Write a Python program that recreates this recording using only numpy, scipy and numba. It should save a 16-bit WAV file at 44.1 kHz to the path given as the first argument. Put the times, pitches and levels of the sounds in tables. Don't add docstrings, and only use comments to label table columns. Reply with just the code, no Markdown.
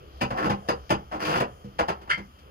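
import sys
import numpy as np
from scipy import signal
from scipy.fft import rfft, irfft
from scipy.io import wavfile
from scipy.ndimage import uniform_filter1d
from numba import njit

SR = 44100
rng = np.random.default_rng(int(sys.argv[2]) if len(sys.argv) > 2 else 0)


def natural_amplitude(level_db):
    exponent = np.asarray(level_db, float) / 20
    return 10 ** exponent


def generate_wav(signal):
    frames = np.transpose(np.atleast_2d(signal))
    scaled = np.clip(frames, -1, 1) * 32767
    pcm = np.round(scaled).astype(np.int16)
    wavfile.write(sys.argv[1], SR, pcm)


N = 110250
T = np.arange(N) / SR


def unit(x):
    return x / np.sqrt(np.mean(x ** 2))


def energy(x, db):
    return x * natural_amplitude(db) / np.sqrt(np.sum(x ** 2))


def split(x, kind, hz, order=3):
    return signal.sosfilt(signal.butter(order, hz, kind, fs=SR, output="sos"), x)


def read(table, hz, axis=1):
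    table = np.array(table, float)
    return np.interp(np.log(np.maximum(hz, 1)), np.log(table[:, 0]), table[:, axis])


def colour(x, table):
    size = 8192
    cepstrum = irfft(read(table, np.arange(size // 2 + 1) * SR / size) * np.log(10) / 20)
    cepstrum[1:size // 2] *= 2
    cepstrum[size // 2 + 1:] = 0
    response = irfft(np.exp(rfft(cepstrum)))[:size // 2]
    return signal.fftconvolve(x, response / np.sqrt(np.sum(response ** 2)))[:len(x)]


def even(x, width_hz):
    size = 2 * x.shape[-1]
    spectrum = rfft(x, size)
    bins = int(width_hz * size / SR) + 1
    power = uniform_filter1d(np.abs(spectrum) ** 2, size=bins, axis=-1)
    return irfft(spectrum / np.sqrt(power + 1e-18))[..., :size // 2]


@njit
def svf(x, hz, width):
    y, band, low = np.empty(len(x)), 0., 0.
    for i in range(len(x)):
        g, k = np.tan(np.pi * hz[i] / SR), width / hz[i]
        v = (band + g * (x[i] - low)) / (1 + g * (g + k))
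        band, low, y[i] = 2 * v - band, low + 2 * g * v, k * v
    return y


def walk(rate):
    k = int(SR / rate)
    held = np.repeat(rng.standard_normal(N // k + 1), k)
    return 1.3 * uniform_filter1d(uniform_filter1d(held, k), k)[:N]


PORT_LAG_S = .00042


def late(x):
    return np.array([np.roll(x, int(round(PORT_LAG_S * SR))), x])


# f/Hz, time to fall 60 dB [s], share common to both ports [0-1]
ROOM_DECAY = [(80, .4, .98), (250, .28, .85), (700, .2, .9), (2000, .17, .5), (5000, .125, .3),
              (12000, .075, .1)]


def pair(band, hz):
    share = np.clip(read(ROOM_DECAY, hz, axis=2), 0, 1)
    common = late(band())
    return np.sqrt(share) * common + np.sqrt(1 - share) * np.array([band(), band()])


# f/Hz, level/dB
HOUSE_NOISE = [(15, -58), (25, -30), (41, -27), (64, -1), (185, -11.5), (1190, -17.5), (1750, -59),
               (3200, -26), (8000, -36.5), (10400, -81), (17600, -120)]
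# f/Hz, width [Hz], level/dB
HUM_BANDS = [(65.3, 8.6, -49.5), (1234, 230, -57.5), (2100, 220, -80), (3156, 210, -65.5)]
HOUSE_DB, HOUSE_FADE_DB_S, FLICKER_DB = -52.5, -1.5, 5


def house():
    noise = 0
    for hz in 30 * 2 ** np.arange(0, 8.3, .5):
        centre = np.full(N, hz)
        band = lambda: svf(svf(rng.standard_normal(N), centre, hz / 2), centre, hz / 2)
        noise = noise + natural_amplitude(read(HOUSE_NOISE, hz) + FLICKER_DB * walk(8.2)) * pair(band, hz)
    noise = unit(noise) * natural_amplitude(HOUSE_DB)
    for hz, width, db in HUM_BANDS:
        band = lambda: unit(svf(rng.standard_normal(N), np.full(N, 1. * hz), 1. * width))
        noise = noise + natural_amplitude(db + 0.61 * walk(6.35)) * pair(band, hz)
    return noise * natural_amplitude(HOUSE_FADE_DB_S * (T - 0.5))


PORT_HISS_DB, PORT_HISS_HZ = -69.5, 10100
FLOOR_GAP_HZ, FLOOR_GAP_WIDTH_HZ, FLOOR_GAP_DB = 8050, 600, -24


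def background():
    hiss = split(rng.standard_normal((2, N)), "high", PORT_HISS_HZ, order=4)
    hz = np.arange(N // 2 + 1) * SR / N
    gap = FLOOR_GAP_DB * np.exp(-((hz - FLOOR_GAP_HZ) / FLOOR_GAP_WIDTH_HZ) ** 4)
    return irfft(rfft(house() + natural_amplitude(PORT_HISS_DB) * hiss) * natural_amplitude(gap), N)


BUILD_UP_S, PATCHY_DB = 0.0015, 1.8


def room(x, direct_db):
    t, echoes = T[:SR // 2], 0
    for hz in 170 * 2 ** np.arange(0, 6.8, .5):
        band = lambda: unit(svf(rng.standard_normal(len(t)), np.full(len(t), hz), hz / 1.52))
        tail = (1 - np.exp(-t / BUILD_UP_S)) * 1000. ** (-t / read(ROOM_DECAY, hz))
        echoes = echoes + pair(band, hz) * tail * np.sqrt(hz / np.sum(tail ** 2))
    echoes = energy(even(echoes * natural_amplitude(PATCHY_DB * walk(700)[:len(t)]), 90.), 3)
    return signal.fftconvolve(x[None], echoes, axes=1)[:, :N] + natural_amplitude(direct_db) * late(x)


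# t/s, f/Hz, rise [Hz per s], level/dB
CREAK_EVENTS = [(.366, 740, 600, -34), (.455, 320, -600, -33), (.41, 400, 0, -40), (1.15, 590, 0, -41),
                (1.158, 790, 0, -41), (1.235, 2750, 0, -48), (1.275, 2400, 0, -47), (1.345, 1300, 0, -41),
                (1.355, 345, 0, -35), (1.3, 150, 300, -36), (1.36, 170, 0, -36), (1.42, 140, 0, -37),
                (1.905, 170, 0, -39), (2.14, 145, 0, -46), (1.815, 335, 0, -36), (2.192, 400, 6000, -44)]
CREAK_HALF_S, CREAK_WAVER, CREAK_SWELL_DB = .019, .04, 3


def creaks():
    waver, swell = 1 + CREAK_WAVER * walk(120), natural_amplitude(CREAK_SWELL_DB * walk(90))
    out = np.zeros(N)
    for s, hz, rise, db in CREAK_EVENTS:
        phase = 2 * np.pi * np.cumsum((hz + rise * (T - s)) * waver) / SR
        out += natural_amplitude(db) * np.sqrt(2) * np.sin(phase) * np.exp(-((T - s) / CREAK_HALF_S) ** 2)
    return swell * out


# t/s, level/dB, f/Hz, ringing [cycles]
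TICK_EVENTS = [(0.207, -15, 2640, 3.8), (.359, -13, 704, 6.3), (0.382, -3.5, 1660, 7.7), (.404, -8, 660, 7),
               (.428, -3, 1610, 5.3), (.457, -2, 910, 5.3), (.497, -12, 2500, 1.7),
               (0.679, -19.5, 2570, 1.3), (.894, -10.5, 2550, 1.9), (.898, -8.5, 700, 3.3),
               (1.114, -10.5, 1180, 2.9), (1.115, -10, 595, 3), (1.143, -3, 780, 5.2),
               (1.222, -18, 4570, 5.5), (1.291, -19, 5160, 3), (1.401, -13, 4960, 0.67),
               (0.212, -14, 5000, 2.2), (0.687, -14, 4660, 4.3), (.905, -12.5, 4970, 1.3),
               (.905, -3, 2620, 5.6), (.688, -1.5, 2650, 5.4), (.213, -3.5, 2530, 6),
               (1.252, -4, 2800, 1.9), (1.284, -19, 2380, 3.7), (1.302, -5, 910, 2.3),
               (1.313, -5, 1320, 3.6), (1.329, -8.5, 2770, 6.7), (1.341, 2, 1330, 7.2),
               (1.359, -13, 2740, 2.1), (1.37, -4, 696, 2.2), (1.403, -4.5, 2400, 2.1),
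               (1.406, -0.5, 610, 5.1), (1.786, -12, 2430, 3), (1.797, 4, 950, 4), (1.88, -17, 2500, 1),
               (1.891, -6, 715, 1.9), (2.076, -12.5, 980, 2.8), (2.095, -14, 2770, 7.4),
               (2.178, -10.5, 327, 1.3)]


def ticks():
    out, t = np.zeros(N + SR), T[:SR // 20]
    for s, db, hz, cycles in TICK_EVENTS:
        i = int(s * SR)
        click = np.sin(2 * np.pi * hz * t) * np.exp(-t * hz * 4.6 / max(cycles, 1))
        out[i:i + len(t)] += energy(click, db)
    return out[:N]


GRAINS_PER_S, GRAIN_SPREAD_DB = 450, 4


def grains():
    chance, sign, size = rng.random((3, N))
    clicks = (chance < GRAINS_PER_S / SR) * np.sign(sign - .5) * natural_amplitude(-GRAIN_SPREAD_DB * np.log(1 - size))
    power = uniform_filter1d(uniform_filter1d(clicks ** 2, size=660), size=330).clip(0)
    return unit(clicks / np.sqrt(power + 1e-4))


def pressure(curve, axis=0):
    c = np.array(curve, float)
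    db = c[:, 1] + (c[:, axis] if axis else 0)
    return uniform_filter1d(natural_amplitude(np.interp(T, c[:, 0], db, left=-200, right=-200)), size=150)


# t/s, pressure level/dB, squeak f/Hz
SCUFF_CURVE = [
    (2.066, -63, 1080),
    (2.092, -47, 1250),
    (2.1, -21.5, 1370),
    (2.109, -19, 1567),
    (2.115, -21.5, 2035),
    (2.125, -29, 2103),
    (2.139, -35, 2106),
    (2.17, -52, 2010),
    (2.2, -58, 1720),
]
# multiple of its pitch [ratio], level/dB
SQUEAK_STREAKS = [(.68, -9), (1., 2), (1.5, -9), (2.2, -15)]
# f/Hz, level/dB per Hz
TWIST_COLOUR = [(120, -42), (200, -7), (1140, 6), (1350, -9), (2250, -26), (2470, -3), (9580, -23),
                (14100, -38), (16000, -71)]
SCUFF_DB, SCUFF_HISS_DB, SQUEAK_WIDTH_HZ = 0, -9, 240.


def scuff():
    friction = 0.14 * grains() + rng.standard_normal(N)
    curve = np.array(SCUFF_CURVE, float)
    hz = np.interp(T, curve[:, 0], curve[:, 2])
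    squeak = np.zeros(N)
    for k, db in SQUEAK_STREAKS:
        streak = svf(svf(friction, k * hz, SQUEAK_WIDTH_HZ), k * hz, SQUEAK_WIDTH_HZ)
        squeak += natural_amplitude(db + 2.4 * walk(59.87)) * unit(streak)
    hiss = unit(colour(friction, TWIST_COLOUR))
    return pressure(SCUFF_CURVE) * (natural_amplitude(SCUFF_DB) * squeak + natural_amplitude(SCUFF_HISS_DB) * hiss)


# f/Hz, level/dB, time to fall 60 dB [s]
BOARD_TONES = [(59, -30, 0.3), (107, -8, 0.25), (135, -2, 0.28), (175, -2, 0.24), (200.8, 2, 0.2),
               (244, -1, 0.17), (318.4, 1, 0.17), (343, -1, 0.13), (390, 1, 0.13), (478, 4, 0.15),
               (520, 4, 0.15), (583, -4, 0.1), (716, -5, 0.09), (795, -7, 0.08)]
THUMP_OCTAVES = 1.2


def ring(scatter_db, centre_hz):
    t, out = T[:SR // 3], 0
    for (hz, db, t60), scatter in zip(BOARD_TONES, scatter_db):
        level = db + scatter - 7.8 * (np.log2(hz / centre_hz) / THUMP_OCTAVES) ** 2
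        out = out + natural_amplitude(level) * np.sin(2 * np.pi * hz * t) * 1000. ** (-t / max(t60, .01))
    return energy(out, 0)


# t/s, pressure level/dB, grit level/dB and board rumble level/dB (both relative to pressure)
SLIDE_CURVES = [
    [(.33, -46, -37, -17), (.375, -32.5, -23, -12), (.43, -28.5, -25, -3.5), (.465, -30, -20, 1.5),
     (.478, -43, -17, 22)],
    [(1.125, -31.5, -26.5, -4), (1.163, -39, -19.5, 1), (1.19, -77, -26, -19)],
    [(1.19, -36, -20, -20), (1.225, -31, -17.5, -9), (1.27, -28, -17, -6.5), (1.33, -29, -18, -11),
     (1.368, -26, -23.5, -2.5), (1.382, -48, 1, -7)],
]
RUB_EDGES = [2150, 1900, 3200]
# f/Hz, level/dB per Hz
RUB_COLOUR = [(180, -39), (300, -2), (1280, 0.5), (2000, -14.5), (2440, -17), (5430, -32), (8220, -40),
              (14500, -47.5), (16000, -45)]
RUB_DB, RUB_BOARD_DB, GRIT_DB, GRIT_HZ = 2.5, -0.5, 7.5, 3300


def slides():
    friction = grains() * natural_amplitude(2.54 * walk(60.))
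    grit = sum(pressure(c, axis=2) for c in SLIDE_CURVES)
    rumble = sum(pressure(c, axis=3) for c in SLIDE_CURVES)
    coloured = colour(friction, RUB_COLOUR)
    rub = sum(pressure(c) * split(coloured, "low", hz) for c, hz in zip(SLIDE_CURVES, RUB_EDGES))
    air = natural_amplitude(RUB_DB) * rub + natural_amplitude(GRIT_DB) * grit * unit(split(coloured, "high", GRIT_HZ))
    boards = signal.fftconvolve(friction * rumble, ring(np.zeros(len(BOARD_TONES)), 235.0))[:N]
    return air, natural_amplitude(RUB_BOARD_DB) * boards


# t/s, knock level/dB, board thump level/dB, sole snap level/dB, thump centre f/Hz
STEP_EVENTS = [(0.211, -17, -29.5, -34, 223), (0.305, -23, -34.5, -45.5, 215),
               (0.496, -17, -25.5, -37.5, 226), (0.686, -15.5, -27, -34.5, 307),
               (0.903, -13.5, -25, -33.5, 312), (1.116, -29.5, -69, -51.5, 330),
               (1.404, -17.5, -34.5, -51, 308), (1.641, -55, -40, -60, 146),
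               (1.79, -14.5, -36.5, -35.5, 320), (1.883, -17.5, -41.5, -38, 177),
               (2.014, -43, -51.5, -57, 270), (2.175, -36, -39.5, -51.5, 278), (2.386, -72, -91, -59, 310)]
# f/Hz, level/dB per Hz
KNOCK_COLOUR = [(220, -19), (450, 0), (730, -1), (1100, -1), (1900, -13.5), (2750, -21), (4200, -30.5),
                (16000, -56)]
KNOCK_DB, BOARD_DB, SNAP_DB, SNAP_HZ, RING_SCATTER_DB = 25, 33.5, 28.5, 3520, 4.5
CONTACT_S, SOFT_CONTACT_S = .005, .007


def steps():
    knock, snap, boards = np.zeros((3, N + SR))
    t = T[:SR // 10]
    rattles = rng.standard_normal((len(STEP_EVENTS), len(t))) ** 3
    scatters = RING_SCATTER_DB * rng.standard_normal((len(STEP_EVENTS), len(BOARD_TONES)))
    for (s, db, thump_db, snap_db, hz), rattle, scatter in zip(STEP_EVENTS, rattles, scatters):
        i = int(s * SR)
        blow = even(rattle * np.exp(-t / CONTACT_S), 190.0)
        push = even(rattle * t * np.exp(-t / SOFT_CONTACT_S), 55.0)
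        knock[i:i + len(t)] += energy(blow, db)
        snap[i:i + len(t)] += energy(blow, snap_db)
        rung = signal.fftconvolve(push, ring(scatter, hz))
        boards[i:i + len(rung)] += energy(rung, thump_db)
    dull = split(colour(knock, KNOCK_COLOUR), "low", SNAP_HZ)
    bright = unit(split(colour(snap, KNOCK_COLOUR), "high", SNAP_HZ)) * np.std(snap)
    air = natural_amplitude(KNOCK_DB) * dull + natural_amplitude(SNAP_DB) * bright
    return air[:N], natural_amplitude(BOARD_DB) * boards[:N]


DIRECT_DB, RUB_DRY_DB, SCUFF_WET_DB, THUMP_WET_DB = -11, -6, -5, -9
RUMBLE_CUT_HZ = 91


def scene():
    knocks, thumps = steps()
    rubs, rumble = slides()
    wet = room(knocks + ticks() + natural_amplitude(THUMP_WET_DB) * (thumps + rumble), DIRECT_DB)
    wet = wet + room(rubs, RUB_DRY_DB)
    wet = wet + natural_amplitude(SCUFF_WET_DB) * room(scuff(), -SCUFF_WET_DB - 6.0)
    boards = split(thumps + rumble + creaks(), "high", RUMBLE_CUT_HZ)
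    return wet + late(boards) + background()


def roll_off(x):
    return signal.sosfilt(signal.butter(12, 16460, fs=SR, output="sos"), x)


# f/Hz, left minus right level/dB
PORT_BALANCE = [(60, 1), (110, -1.5), (200, -0.5), (380, -1), (700, 2.5), (1290, -1.5), (2380, 3),
                (4400, 7), (8120, 5.5), (15000, 8.5)]
# f/Hz, width [Hz], level/dB
CASE_COLOUR = [(2750, 300, 3), (3900, 400, -4.5), (4950, 400, 3.5)]
NOTCH_HZ, NOTCH_WIDTH_HZ, NOTCH_DB, TOP_HZ = 7790, 720, -5.5, 15400


def record(dry):
    hz = np.arange(N // 2 + 1) * SR / N
    db = read(PORT_BALANCE, hz) * np.array([[.5], [-.5]])
    db = db + NOTCH_DB * np.exp(-((hz - NOTCH_HZ) / NOTCH_WIDTH_HZ) ** 2)
    db = db + sum(d * np.exp(-((hz - f) / w) ** 2) for f, w, d in CASE_COLOUR)
    x = irfft(rfft(dry) * natural_amplitude(db), N)
    x = signal.sosfilt(signal.ellip(8, .2, 60, TOP_HZ, fs=SR, output="sos"), x)
    return roll_off(x)


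dry = scene()
out = record(dry)
generate_wav(out)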